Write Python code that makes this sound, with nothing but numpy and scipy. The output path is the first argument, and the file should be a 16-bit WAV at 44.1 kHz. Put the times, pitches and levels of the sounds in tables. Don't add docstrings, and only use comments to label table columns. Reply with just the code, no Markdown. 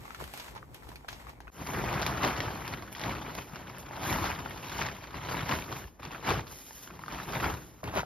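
import sys
import numpy as np
from scipy import signal
from scipy.fft import rfft, irfft, next_fast_len
from scipy.io import wavfile
from scipy.ndimage import uniform_filter1d

SR = 44100
rng = np.random.default_rng(int(sys.argv[2]) if len(sys.argv) > 2 else 0)


def generate_wav(sig):
    pcm = np.round(np.clip(np.atleast_2d(sig).T, -1, 1) * 32767).astype(np.int16)
    wavfile.write(sys.argv[1], SR, pcm)


N = 355278

MOVES_S = [1.503, 7.83]


def sheet():
    crumple_db, edge_db, billow_db = pull_levels()
    density = np.clip(gain_of(.6 * (crumple_db + 33.5)), .16, 1)
    body, edge = crumpling(density, crumple_db, edge_db)
    slide = sliding(crumple_db)
    billow = billowing(billow_db)
    folds = flipping_folds(crumple_db)
    jerk = stick_slip(per_s=42, depth=2.2 * (1.35 - density), settle_s=.009)
    edge, slide = shifting_resonances(np.array([edge, slide]), depth_db=2.2, hold=4, frame=1024)
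    return jerk * (body + jerk ** .55 * edge) + np.sqrt(jerk) * slide + billow + folds


def pull_levels():
    # peak_s, rise_s, fall_s, crumple_db, sharpness_db, billow_db
    pulls = [(1.621, 0.047, 0.02, -42, -12, -39), (1.691, 0.032, 0.023, -39.5, -14, -40),
             (1.777, 0.083, 0.1, -35.5, -14, -36), (1.855, 0.039, 0.066, -35.5, -13, -37),
             (1.945, 0.066, 0.11, -34, -12.5, -38.5), (2.095, 0.13, 0.12, -35.5, -22, -36.5),
             (2.18, .05, 0.065, -41, -9, -44), (2.241, 0.031, 0.1, -29, -11, -37.5),
             (2.41, 0.27, 0.4, -39.5, -11.5, -41), (2.74, 0.056, 0.0078, -41.5, -7, -39.5),
             (2.829, 0.079, 0.037, -55, -19, -48), (2.975, 0.017, 0.043, -45, -5, -64),
             (3.064, 0.05, 0.13, -35.5, -10.5, -37), (3.281, 0.079, 0.082, -42, -10.5, -46),
             (3.386, 0.04, 0.032, -43, -8, -43), (3.57, 0.18, 0.15, -51, -15, -62),
             (3.71, 0.33, 0.46, -49.5, -10, -48.5), (3.971, 0.073, 0.08, -43, -17, -48),
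             (4.071, 0.086, 0.17, -36, -8.5, -38.5), (4.14, 0.059, 0.13, -35.5, -26, -37.5),
             (4.249, 0.05, 0.095, -35, -7.5, -42.5), (4.308, 0.025, 0.044, -38, -14, -52),
             (4.39, 0.024, 0.056, -45.5, -17, -42.5), (4.469, 0.12, 0.19, -45.5, -9.5, -46.5),
             (4.68, 0.23, 0.065, -48, -6, -50), (4.821, 0.11, 0.091, -35.5, -7, -38.5),
             (5.02, 0.12, 0.077, -50.5, -6.5, -52.5), (5.156, 0.01, 0.025, -52, -9, -39),
             (5.35, 0.2, 0.19, -38, -8, -39), (5.512, 0.034, 0.077, -32.5, -7.5, -34.5),
             (5.718, 0.062, 0.074, -41.5, -12.5, -41.5), (5.821, 0.084, 0.044, -48.5, -8, -49),
             (6.0, 0.0087, 0.022, -50, -39, -50), (6.048, 0.022, 0.045, -45, -4.5, -44.5),
             (6.135, 0.045, 0.12, -44, -10, -50), (6.28, 0.018, 0.0594, -29.5, -7.5, -43),
             (6.308, 0.049, 0.043, -33, -9, -33), (6.375, 0.073, 0.032, -37.5, -8.5, -33.5),
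             (6.52, 0.22, 0.043, -53.5, -23, -52), (6.921, 0.088, 0.73, -54.5, -11.5, -51),
             (7.135, 0.035, 0.047, -40, -9.5, -42), (7.207, 0.033, 0.038, -41.5, -8, -46),
             (7.295, 0.036, 0.035, -42, -10, -40), (7.362, 0.053, 0.043, -35, -12, -40.5),
             (7.452, 0.061, 0.08, -31.5, -14, -33.5), (7.54, 0.045, 0.16, -63, -3, -52),
             (7.84, 0.013, 0.025, -41.5, -23, -39.5), (7.88, 0.073, 0.036, -43.5, -12, -40.5),
             (7.977, 0.037, 0.03, -29, -12.5, -34.5)]
    peak_s, rise_s, fall_s, crumple_db, sharpness_db, billow_db = np.transpose(pulls)
    crumple = swells(peak_s, rise_s, fall_s, crumple_db, rest_db=-69.5)
    edge = swells(peak_s, rise_s, fall_s, crumple_db + sharpness_db, rest_db=-100)
    billow = swells(peak_s + .0062, rise_s, fall_s * 1.22, billow_db)
    return crumple, edge, billow


def crumpling(density, crumple_db, edge_db):
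    # frequency_hz, gain_db
    crinkle_filter = [(100, -29), (260, 0), (470, -4), (700, 1.1), (950, 3.5), (1400, -1), (2200, -6),
                      (3200, -13.5), (5000, -21), (7000, -21.5), (10000, -135), (15000, -47)]
    creases = buckling(density, spread_db=-.5, pitch_hz=(371, 5240), cycles=.36, lag_s=.005, count=18000)
    swish = rng.standard_normal((2, N))
    blends = np.array([creases + gain_of(-3) * swish, creases + swish])
    dull, sharp = colour(shifting_resonances(blends, depth_db=2.6, hold=6), crinkle_filter)
    dull = filtered(dull, lambda hz: rolloff(hz, corner_hz=2500, order=6))
    sharp = filtered(sharp, lambda hz: 1 - rolloff(hz, corner_hz=2500, order=6))
    body = gain_of(crumple_db - .32) * steadied(dull, band_hz=(400, 2500), window=1000)
    edge = gain_of(edge_db) * steadied(sharp, band_hz=(2500, 6000), window=1000)
    return body, edge


def buckling(density, spread_db, pitch_hz, cycles, lag_s, count):
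    when, chance, pitch, size, damping = rng.random((count, 5)).T
    lags = rng.exponential(1, (2, 4, count))
    kicks = rng.standard_normal((2, 4, count))
    lags[:, 0], kicks[:, 0] = 0, 2 * np.sign(kicks[:, 0])
    onset = (when * N).astype(int)
    live = chance < (density * np.ones(N))[onset]
    size = gain_of(spread_db * np.minimum(-np.log(1 - size), 3))[live]
    low_hz, high_hz = pitch_hz
    hz = low_hz * (high_hz / low_hz) ** pitch[live]
    step = np.arange(200)
    turns = hz[:, None] * step / SR
    age = turns / (cycles * (.5 + damping[live]))[:, None]
    swing = np.sin(2 * np.pi * turns) * age * np.exp(-age) * (1 - step / len(step))
    clicks = np.zeros((2, N))
    for row in range(2):
        for lag, kick in zip(lags[row][:, live], kicks[row][:, live]):
            places = (onset[live] + (lag * lag_s * SR).astype(int))[:, None] + step
            pulses = swing * (size * hz * kick * np.exp(-lag / 2))[:, None]
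            clicks[row] += np.bincount(places.ravel(), pulses.ravel(), N)[:N]
    length = next_fast_len(N, real=True)
    spectrum = rfft(clicks, length)
    power = uniform_filter1d(abs(spectrum) ** 2, size=1000)
    return irfft(spectrum * np.sqrt(N / (power + power.max() / 20)), length)[:, :N]


def flipping_folds(crumple_db, small_count=70):
    # start_s, ring_db, pitch_hz, crack_db, tick_db
    big_folds = [(1.671, -29, 1240, -31, -37), (1.764, -32, 1230, -40, -55), (1.928, -21, 824, -28, -33),
                 (1.941, -29, 1050, -28, -49), (1.975, -27, 850, -42, -55), (2.016, -21, 730, -26, -30),
                 (2.021, -32, 710, -20, -45), (2.029, -24, 704, -24, -44), (2.0645, -16.5, 980, -17, -22),
                 (2.233, -20, 1520, -20.5, -38), (2.248, -18.5, 730, -22, -49), (2.276, -30, 825, -29, -26),
                 (2.365, -32, 1800, -28, -55), (2.404, -17, 1675, -21.5, -57), (2.464, -24, 1080, -40, -54),
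                 (2.483, -21.5, 930, -38, -52), (2.678, -26, 1090, -27, -31), (2.738, -28, 1270, -36, -48),
                 (2.784, -32, 1960, -52, -64.5), (2.823, -28, 1090, -36.5, -54),
                 (2.927, -46, 696, -47, -28.5), (2.95, -26, 2060, -32, -56), (2.996, -38, 790, -30, -32),
                 (3.014, -35, 657, -27, -55), (3.037, -20, 1850, -25, -52), (3.351, -29, 790, -29.5, -31),
                 (3.385, -26, 1020, -36, -56), (3.558, -27, 1750, -32, -54),
                 (3.784, -36.5, 670, -55, -32.5), (3.91, -27.5, 897, -60, -70), (4.04, -26, 830, -30, -50),
                 (4.069, -28, 950, -37, -47), (4.127, -20, 915, -22.5, -48), (4.186, -20, 930, -28.5, -47),
                 (4.241, -16, 794, -27, -53), (4.262, -25, 950, -28, -51), (4.301, -19, 970, -39, -56),
                 (4.392, -27, 883, -41, -60), (4.46, -19.5, 890, -47, -56), (4.496, -42, 845, -44, -32.5),
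                 (4.647, -40, 1500, -34, -55), (4.696, -38, 1500, -29, -52), (4.822, -30, 830, -26, -55),
                 (4.887, -22, 1600, -35, -52), (5.04, -31.5, 1470, -36, -68), (5.143, -24.5, 960, -48, -67),
                 (5.215, -42, 875, -47, -58), (5.299, -32, 1050, -31, -37), (5.343, -18, 1030, -33, -50),
                 (5.393, -20, 2070, -43, -52), (5.493, -17, 990, -22, -46), (5.524, -13, 1205, -35, -53),
                 (5.623, -25.5, 2100, -40, -56), (5.718, -23.5, 990, -34, -52),
                 (5.726, -25, 1500, -28.5, -57), (5.841, -31, 1600, -60, -52), (6.031, -27, 1240, -39, -44),
                 (6.147, -26, 1537, -56, -57), (6.273, -16.5, 1180, -43, -35),
                 (6.305, -14, 1310, -22.5, -28), (6.316, -19, 448, -36, -52), (6.394, -24, 970, -38, -53),
                 (6.469, -35, 1180, -36, -58), (6.478, -42, 1150, -36.5, -56), (6.708, -31, 1070, -43, -59),
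                 (6.875, -30.5, 1500, -40, -65), (6.903, -31, 970, -51, -67), (6.908, -32, 1510, -47, -60),
                 (6.953, -42, 1010, -52, -63), (6.992, -31, 1030, -45, -63), (7.037, -24.5, 1350, -45, -60),
                 (7.061, -34, 1180, -38, -53), (7.081, -20.5, 1200, -36, -53), (7.123, -27, 980, -30, -62),
                 (7.187, -26, 1100, -39, -58), (7.2, -23, 1160, -49, -58), (7.323, -33, 1690, -28, -48),
                 (7.442, -17, 1320, -33, -54), (7.832, -28, 720, -61, -50), (7.84, -32, 1300, -32, -35),
                 (7.938, -26, 650, -50, -46), (7.954, -30, 664, -40, -29), (7.973, -15.5, 636, -27, -54),
                 (8.032, -23, 790, -59, -66)]
    progress = (np.arange(small_count) + rng.random(small_count)) / small_count
    start_s = MOVES_S[0] + (N / SR - MOVES_S[0]) * progress
    strength, pitch = rng.standard_normal((small_count, 2)).T
    level_db = np.minimum(crumple_db[(start_s * SR).astype(int)], -40) - 2 * strength
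    pitch_hz = 1150 * 2 ** (.427 * pitch)
    small_folds = np.transpose([start_s, level_db + 7, pitch_hz, level_db + 3, level_db - 12])
    return snap_through(np.vstack([big_folds, small_folds]), ring_gain_db=-7.5, after_db=-10,
                        after_t60=.063, crack_gain_db=2, crack_t60=.019, tick_gain_db=5.5, tick_t60=.006)


def snap_through(events, ring_gain_db, after_db, after_t60, crack_gain_db, crack_t60,
                 tick_gain_db, tick_t60):
    # pitch_ratio, level_db
    panel_modes = [(.7, -14.5), (1, -1.5), (1.7, -6)]
    # frequency_hz, gain_db
    crack_spectrum = [(400, -10), (1200, -8), (2500, -5), (4500, -7), (6500, -10), (9000, -38),
                      (13000, -30)]
    # frequency_hz, gain_db
    tick_spectrum = [(3000, -8), (6500, -34), (9000, -3), (12500, -10.5), (16000, -18)]
    rings, cracks, ticks = np.zeros((3, 2, N))
    t = np.arange(7000) / SR
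    rustle = gain_of(-12) * damped(t, t60=.33)
    after_ring = gain_of(after_db) * damped(t, after_t60)
    crack_shape = gain_of(crack_gain_db) * (damped(t, crack_t60) + rustle)
    tick_shape = gain_of(tick_gain_db) * (damped(t, tick_t60) + .47 * rustle)
    ratio, mode_db = np.transpose(panel_modes)[:, :, None]
    for start_s, ring_db, pitch_hz, crack_db, tick_db in events:
        for row in range(2):
            mode_hz = pitch_hz * ratio * (1 + .1 * rng.standard_normal(ratio.shape))
            age = mode_hz * t / .85
            envelope = age * np.exp(1 - age) + np.minimum(age, 1) * after_ring
            swings = envelope * np.sin(2 * np.pi * (mode_hz * t + rng.random(ratio.shape)))
            add(rings[row], start_s, (gain_of(ring_db + ring_gain_db + mode_db) * swings).sum(0))
            add(cracks[row], start_s, gain_of(crack_db) * crack_shape * rng.standard_normal(len(t)))
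            add(ticks[row], start_s, gain_of(tick_db) * tick_shape * rng.standard_normal(len(t)))
    return rings + colour(cracks, crack_spectrum) + colour(ticks, tick_spectrum)


def billowing(billow_db):
    # frequency_hz, gain_db
    billow_spectrum = [(20, -32), (38, -11), (58, 1), (85, -1.5), (125, 0.5), (175, -1.5), (225, -8.5),
                       (330, -7), (600, -17), (2000, -65)]
    rumble = colour(rng.standard_normal((2, N)), billow_spectrum)
    return gain_of(billow_db - .34) * steadied(rumble, band_hz=(40, 300), window=1400)


def sliding(crumple_db):
    # peak_s, rise_s, fall_s, level_db
    slips = [(1.72, 0.16, 0.14, -56), (2.57, 0.091, 0.32, -62.5), (2.93, 0.015, 0.013, -56),
             (3.37, 0.043, 0.18, -60.5), (3.8, 0.012, 0.025, -56), (4.08, 0.054, 0.19, -47.5),
             (4.79, 0.24, 0.04, -57.5), (4.95, 0.11, 0.11, -66), (5.32, 0.021, 0.063, -54.5),
             (5.57, 0.12, .08, -53.5), (5.78, 0.12, 0.087, -57.5), (6.53, 0.057, 0.2, -55.5),
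             (6.67, 0.043, 0.07, -56.5), (6.76, 0.033, 0.09, -55.5), (6.83, 0.018, 0.046, -55),
             (7.42, 0.31, 0.25, -56)]
    # frequency_hz, gain_db
    hiss_filter = [(600, 7.5), (2200, 5.5), (3200, 5), (4500, 3.5), (7000, 13), (8200, -64), (9200, 10),
                   (10200, 7), (12000, 7), (14000, 3), (15700, -0.5)]
    drag = gain_of(-32 + .74 * crumple_db)
    slip = gain_of(swells(*np.transpose(slips)))
    hiss = colour(friction(grit_db=1.5, window=60), hiss_filter)
    return gain_of(1.5) * np.hypot(drag, slip) * steadied(hiss, band_hz=(10500, 15500), window=1500)


def thumps(gain_db, cycles):
    # peak_s, level_db, pitch_hz
    falls = [(.016, -53, 317), (.207, -41, 387), (.894, -43, 298), (1.409, -46, 292), (1.755, -34, 61.7),
             (1.89, -35, 55), (1.958, -26.5, 137), (2.072, -33, 117), (2.246, -26, 150), (2.393, -28, 104),
             (2.478, -30, 116), (3.072, -31, 111), (3.537, -32.5, 176), (4.119, -27, 105),
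             (4.223, -26, 85.5), (4.329, -29, 94), (5.433, -29, 118), (5.477, -32, 124), (5.856, -35, 65.6),
             (6.079, -33, 138), (7.372, -27, 143), (7.54, -33, 107), (7.888, -31.5, 118)]
    pair = np.zeros((2, N))
    for peak_s, level_db, pitch_hz in falls:
        turns = np.arange(-3, 3, pitch_hz / (cycles * SR)) * cycles
        envelope = gain_of(level_db + gain_db) * np.exp(-(turns / cycles) ** 2)
        for row in pair:
            add(row, peak_s + turns[0] / pitch_hz, envelope * np.sin(2 * np.pi * (turns + rng.random())))
    return pair


def shuffle():
    # peak_s, rise_s, fall_s, rub_db, crunch_db
    movements = [(.08, 0.17, 0.33, -51.5, -63.5), (.21, 0.028, 0.06, -46, -57),
                 (.39, 0.14, 0.11, -58, -56.5), (.49, 0.064, 0.039, -49.5, -60.5),
                 (.565, 0.023, 0.034, -43, -76), (.75, .015, 0.041, -58, -64.5),
                 (.89, 0.15, 0.1, -52.5, -66.5), (1.088, 0.0062, 0.12, -60, -62),
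                 (1.21, 0.16, 0.093, -51, -65.5), (1.291, 0.025, 0.041, -46, -64.5),
                 (1.45, 0.09, 0.15, -55, -79)]
    # start_s, ring_db, pitch_hz, crack_db, tick_db
    snap_events = [(.054, -35, 1020, -54, -62), (.079, -35, 1120, -60, -62), (0.106, -32, 1260, -52, -62),
                   (0.147, -33, 1360, -47, -49), (0.202, -31.5, 990, -56, -55), (.211, -32, 930, -55, -58),
                   (0.221, -36.5, 415, -63, -50), (.24, -35, 1720, -47, -44), (0.338, -35, 800, -46, -38),
                   (0.375, -45, 840, -44, -41), (0.398, -38, 830, -40.5, -52), (.483, -37, 1620, -53, -62),
                   (.551, -41, 1000, -52, -52), (.56, -40, 1090, -56, -60), (0.565, -32, 910, -51, -58),
                   (.577, -37, 1800, -57, -64), (0.628, -37.5, 1080, -75, -69),
                   (0.745, -46, 1560, -47.5, -43.5), (.833, -41.5, 1150, -62, -66),
                   (0.889, -39, 756, -51.5, -47), (.917, -39, 900, -58, -62), (0.958, -35, 2340, -52, -48),
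                   (1.046, -37.5, 810, -65, -70), (1.083, -36.5, 910, -43, -54),
                   (1.087, -28.5, 1730, -41, -44), (1.128, -38, 790, -44, -58),
                   (1.269, -35, 1090, -61, -60), (1.294, -37, 1240, -51.5, -55),
                   (1.404, -38, 970, -53, -53), (1.472, -38, 995, -69, -70), (1.479, -35.5, 1330, -64, -66)]
    # frequency_hz, gain_db
    bag_spectrum = [(120, 3.5), (300, -2), (600, -4), (900, 4.5), (1500, -7), (2300, -5.5), (3600, -39),
                    (10000, -37)]
    # frequency_hz, gain_db
    leaf_spectrum = [(700, 4), (2000, 4), (4000, -1), (6000, -6.5), (8500, -3), (10500, -10), (12000, -4.5),
                     (15500, -11)]
    peak_s, rise_s, fall_s, rub_db, crunch_db = np.transpose(movements)
    rub = buckling(density=.94, spread_db=4.5, pitch_hz=(398, 3500), cycles=.29, lag_s=.008, count=7000)
    rub = shifting_resonances(colour(rub, bag_spectrum), depth_db=2.2, hold=6)
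    rub = steadied(rub, band_hz=(400, 2500), window=1500)
    rub *= gain_of(swells(peak_s, rise_s, fall_s, rub_db, rest_db=-59) - 6)
    crunch = colour(friction(grit_db=2, window=50), leaf_spectrum)
    crunch = steadied(crunch, band_hz=(3000, 15500), window=1500)
    crunch *= gain_of(swells(peak_s, rise_s, fall_s, crunch_db, rest_db=-91) + 4)
    bumps = soft_bumps()
    snaps = snap_through(snap_events, ring_gain_db=-5, after_db=-8, after_t60=.066,
                         crack_gain_db=9, crack_t60=.071, tick_gain_db=10.5, tick_t60=.014)
    return stick_slip(per_s=35, depth=.9, settle_s=.007) * (rub + crunch) + bumps + snaps


def soft_bumps():
    # peak_s, level_db
    contacts = [(.01, -47.5), (.225, -45), (.35, -58), (.52, -50), (.62, -52), (0.718, -51.5), (.87, -48.5),
                (.95, -48.5), (1.13, -50), (1.27, -50), (1.39, -53), (1.48, -52)]
    # frequency_hz, gain_db
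    bump_spectrum = [(20, -33), (38, -15), (58, 12), (85, -7), (120, 3.5), (175, -8.5), (240, -18),
                     (400, -11), (1500, -39)]
    peak_s, level_db = np.transpose(contacts)
    envelope = gain_of(swells(peak_s, rise_s=.051, fall_s=.069, level_db=level_db))
    rumble = colour(rng.standard_normal((2, N)), bump_spectrum)
    return envelope * steadied(rumble, band_hz=(40, 300), window=2000)


def friction(grit_db, window):
    catches = uniform_filter1d(rng.standard_normal(N), window)
    return rng.standard_normal((2, N)) * gain_of(grit_db * catches / catches.std())


def stick_slip(per_s, depth, settle_s):
    chance, size = rng.random((2, N))
    jumps = (.5 + size) * (chance < per_s / SR)
    power = 1 + depth * signal.lfilter([1], [1, -np.exp(-1 / (settle_s * SR))], jumps)
    return np.sqrt(power / uniform_filter1d(power, size=6000))


def shifting_resonances(x, depth_db, hold, frame=256):
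    framing = dict(nperseg=frame, noverlap=frame * 3 // 4)
    spectra = signal.stft(x, **framing)[2]
    field = rng.standard_normal(spectra.shape[-2:])
    for _ in range(2):
        field = uniform_filter1d(field, 3, axis=0)
        field = uniform_filter1d(field, hold, axis=1)
    gain = gain_of(depth_db * np.clip(field / field.std(), -2, 2))
    return signal.istft(spectra * gain / np.sqrt(np.mean(gain ** 2)), **framing)[1][..., :N]


def swells(peak_s, rise_s, fall_s, level_db, rest_db=-90):
    t = np.arange(0, N / SR, .002)
    since = t[:, None] - peak_s
    away = abs(since / np.where(since < 0, rise_s, fall_s))
    shape_db = -10 * away ** 1.26
    same_position = np.searchsorted(MOVES_S, t)[:, None] == np.searchsorted(MOVES_S, peak_s)
    power = (same_position * gain_of(level_db + shape_db) ** 2).sum(1) + gain_of(rest_db) ** 2
    return np.interp(np.arange(N) / SR, t, 10 * np.log10(power))


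def microphone_ports(pair, position):
    # frequency_hz, first_rad, second_rad, third_rad
    phase_leads = [(50, 0, 0, 0), (500, -.6, .1, -.4), (1200, -1.4, .6, -1), (2400, -2, 0, -1.5),
                   (4700, -3.8, 0, -.9), (6200, -6, 3.1, -3), (9500, -9, 3.1, -3.1),
                   (11200, -12.4, .1, -6.1), (14000, -12.6, 0, -6.5), (15300, -15.5, -3, -9.2)]
    # frequency_hz, first_db, later_db
    scatter_levels = [(60, -12, -23), (200, -8, -15), (400, -4, -11), (750, -2, -7), (1300, -3, -8),
                      (2400, -3, -10), (4400, -3, -9), (6000, -4, -9), (8000, -5, -24), (13000, -16, -21)]
    # frequency_hz, difference_db
    balance = [(60, 1), (150, 2), (380, -.5), (1200, 2), (2400, .3), (4400, -1.2), (8000, 0)]
    direct, scattered = pair
    lead = np.array(phase_leads)[:, [0, position + 1]]
    side = colour(scattered, np.array(scatter_levels)[:, [0, min(position, 1) + 1]])
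    return np.array([
        filtered(direct + sign * side,
                 lambda hz: np.exp(.5j * sign * read(lead, hz)) * gain_of(sign * read(balance, hz) / 2))
        for sign in (1, -1)])


def tree_reverberation(x, t60, delay_s):
    dull = filtered(x, lambda hz: rolloff(hz, corner_hz=3000, order=2))
    t = np.arange(SR // 2) / SR
    tails = rng.standard_normal((2, len(t))) * damped(t, t60) * (t > delay_s)
    return np.array([signal.oaconvolve(dull, tail / np.linalg.norm(tail))[:N] for tail in tails])


def air(level_db):
    # frequency_hz, gain_db
    air_spectrum = [(20, -6), (55, 13), (120, -4.5), (250, 2), (900, -15), (2000, -29), (4000, -70),
                    (15000, -77)]
    shared, left, right = colour(rng.standard_normal((3, N)), air_spectrum)
    wash = np.array([shared + .5 * left, shared + .5 * right])
    return gain_of(level_db) * wash / wash.std()


def level_dip(depth_db, recovery_s):
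    since = np.arange(N) / SR - MOVES_S[0]
    return gain_of(depth_db * (since > 0) * np.exp(-abs(since) / recovery_s))


def damped(t, t60):
    return gain_of(-60 * t / t60)


def rolloff(hz, corner_hz, order):
    return 1 / (1 + (hz / corner_hz) ** order)


def gain_of(db):
    return 10 ** (np.asarray(db) / 20)


def read(points, hz):
    f, value = np.transpose(points)
    return np.interp(np.log(hz + 1), np.log(f + 1), value)


def filtered(x, response):
    size = next_fast_len(N + 4096, real=True)
    return irfft(rfft(x, size) * response(np.fft.rfftfreq(size, 1 / SR)), size)[..., :N]


def colour(x, points):
    return filtered(x, lambda hz: gain_of(read(points, hz)))


def steadied(pair, band_hz, window):
    in_band = filtered(pair[0], lambda hz: (hz > band_hz[0]) & (hz < band_hz[1]))
    power = uniform_filter1d(uniform_filter1d(in_band ** 2, window), window)
    return pair / np.sqrt(abs(power) + np.mean(in_band ** 2) / 1000)


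def add(mix, s, sound):
    part = mix[max(round(s * SR), 0):][:len(sound)]
    part += sound[:len(part)]


def scene():
    position = np.searchsorted(MOVES_S, np.arange(N) / SR)
    plastic = sheet()
    thuds = thumps(gain_db=-2.5, cycles=.97)
    pairs = [(source + thuds) * (position == k) for k, source in enumerate([shuffle(), plastic, plastic])]
    near = sum(microphone_ports(pair, k) for k, pair in enumerate(pairs))
    trees = gain_of(-21) * tree_reverberation(sum(pairs)[0], t60=.97, delay_s=.0057)
    return level_dip(depth_db=-27, recovery_s=.01) * (near + trees + air(level_db=-58))


def record(dry):
    low_cut_hz, high_cut_hz = 44, 15900
    low_cut = signal.butter(2, low_cut_hz, "highpass", fs=SR, output="sos")
    high_cut = signal.firwin(511, high_cut_hz, window=("kaiser", 9), fs=SR)
    return signal.oaconvolve(signal.sosfilt(low_cut, dry), high_cut[None], "same")


dry = scene()
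out = record(dry)
generate_wav(out)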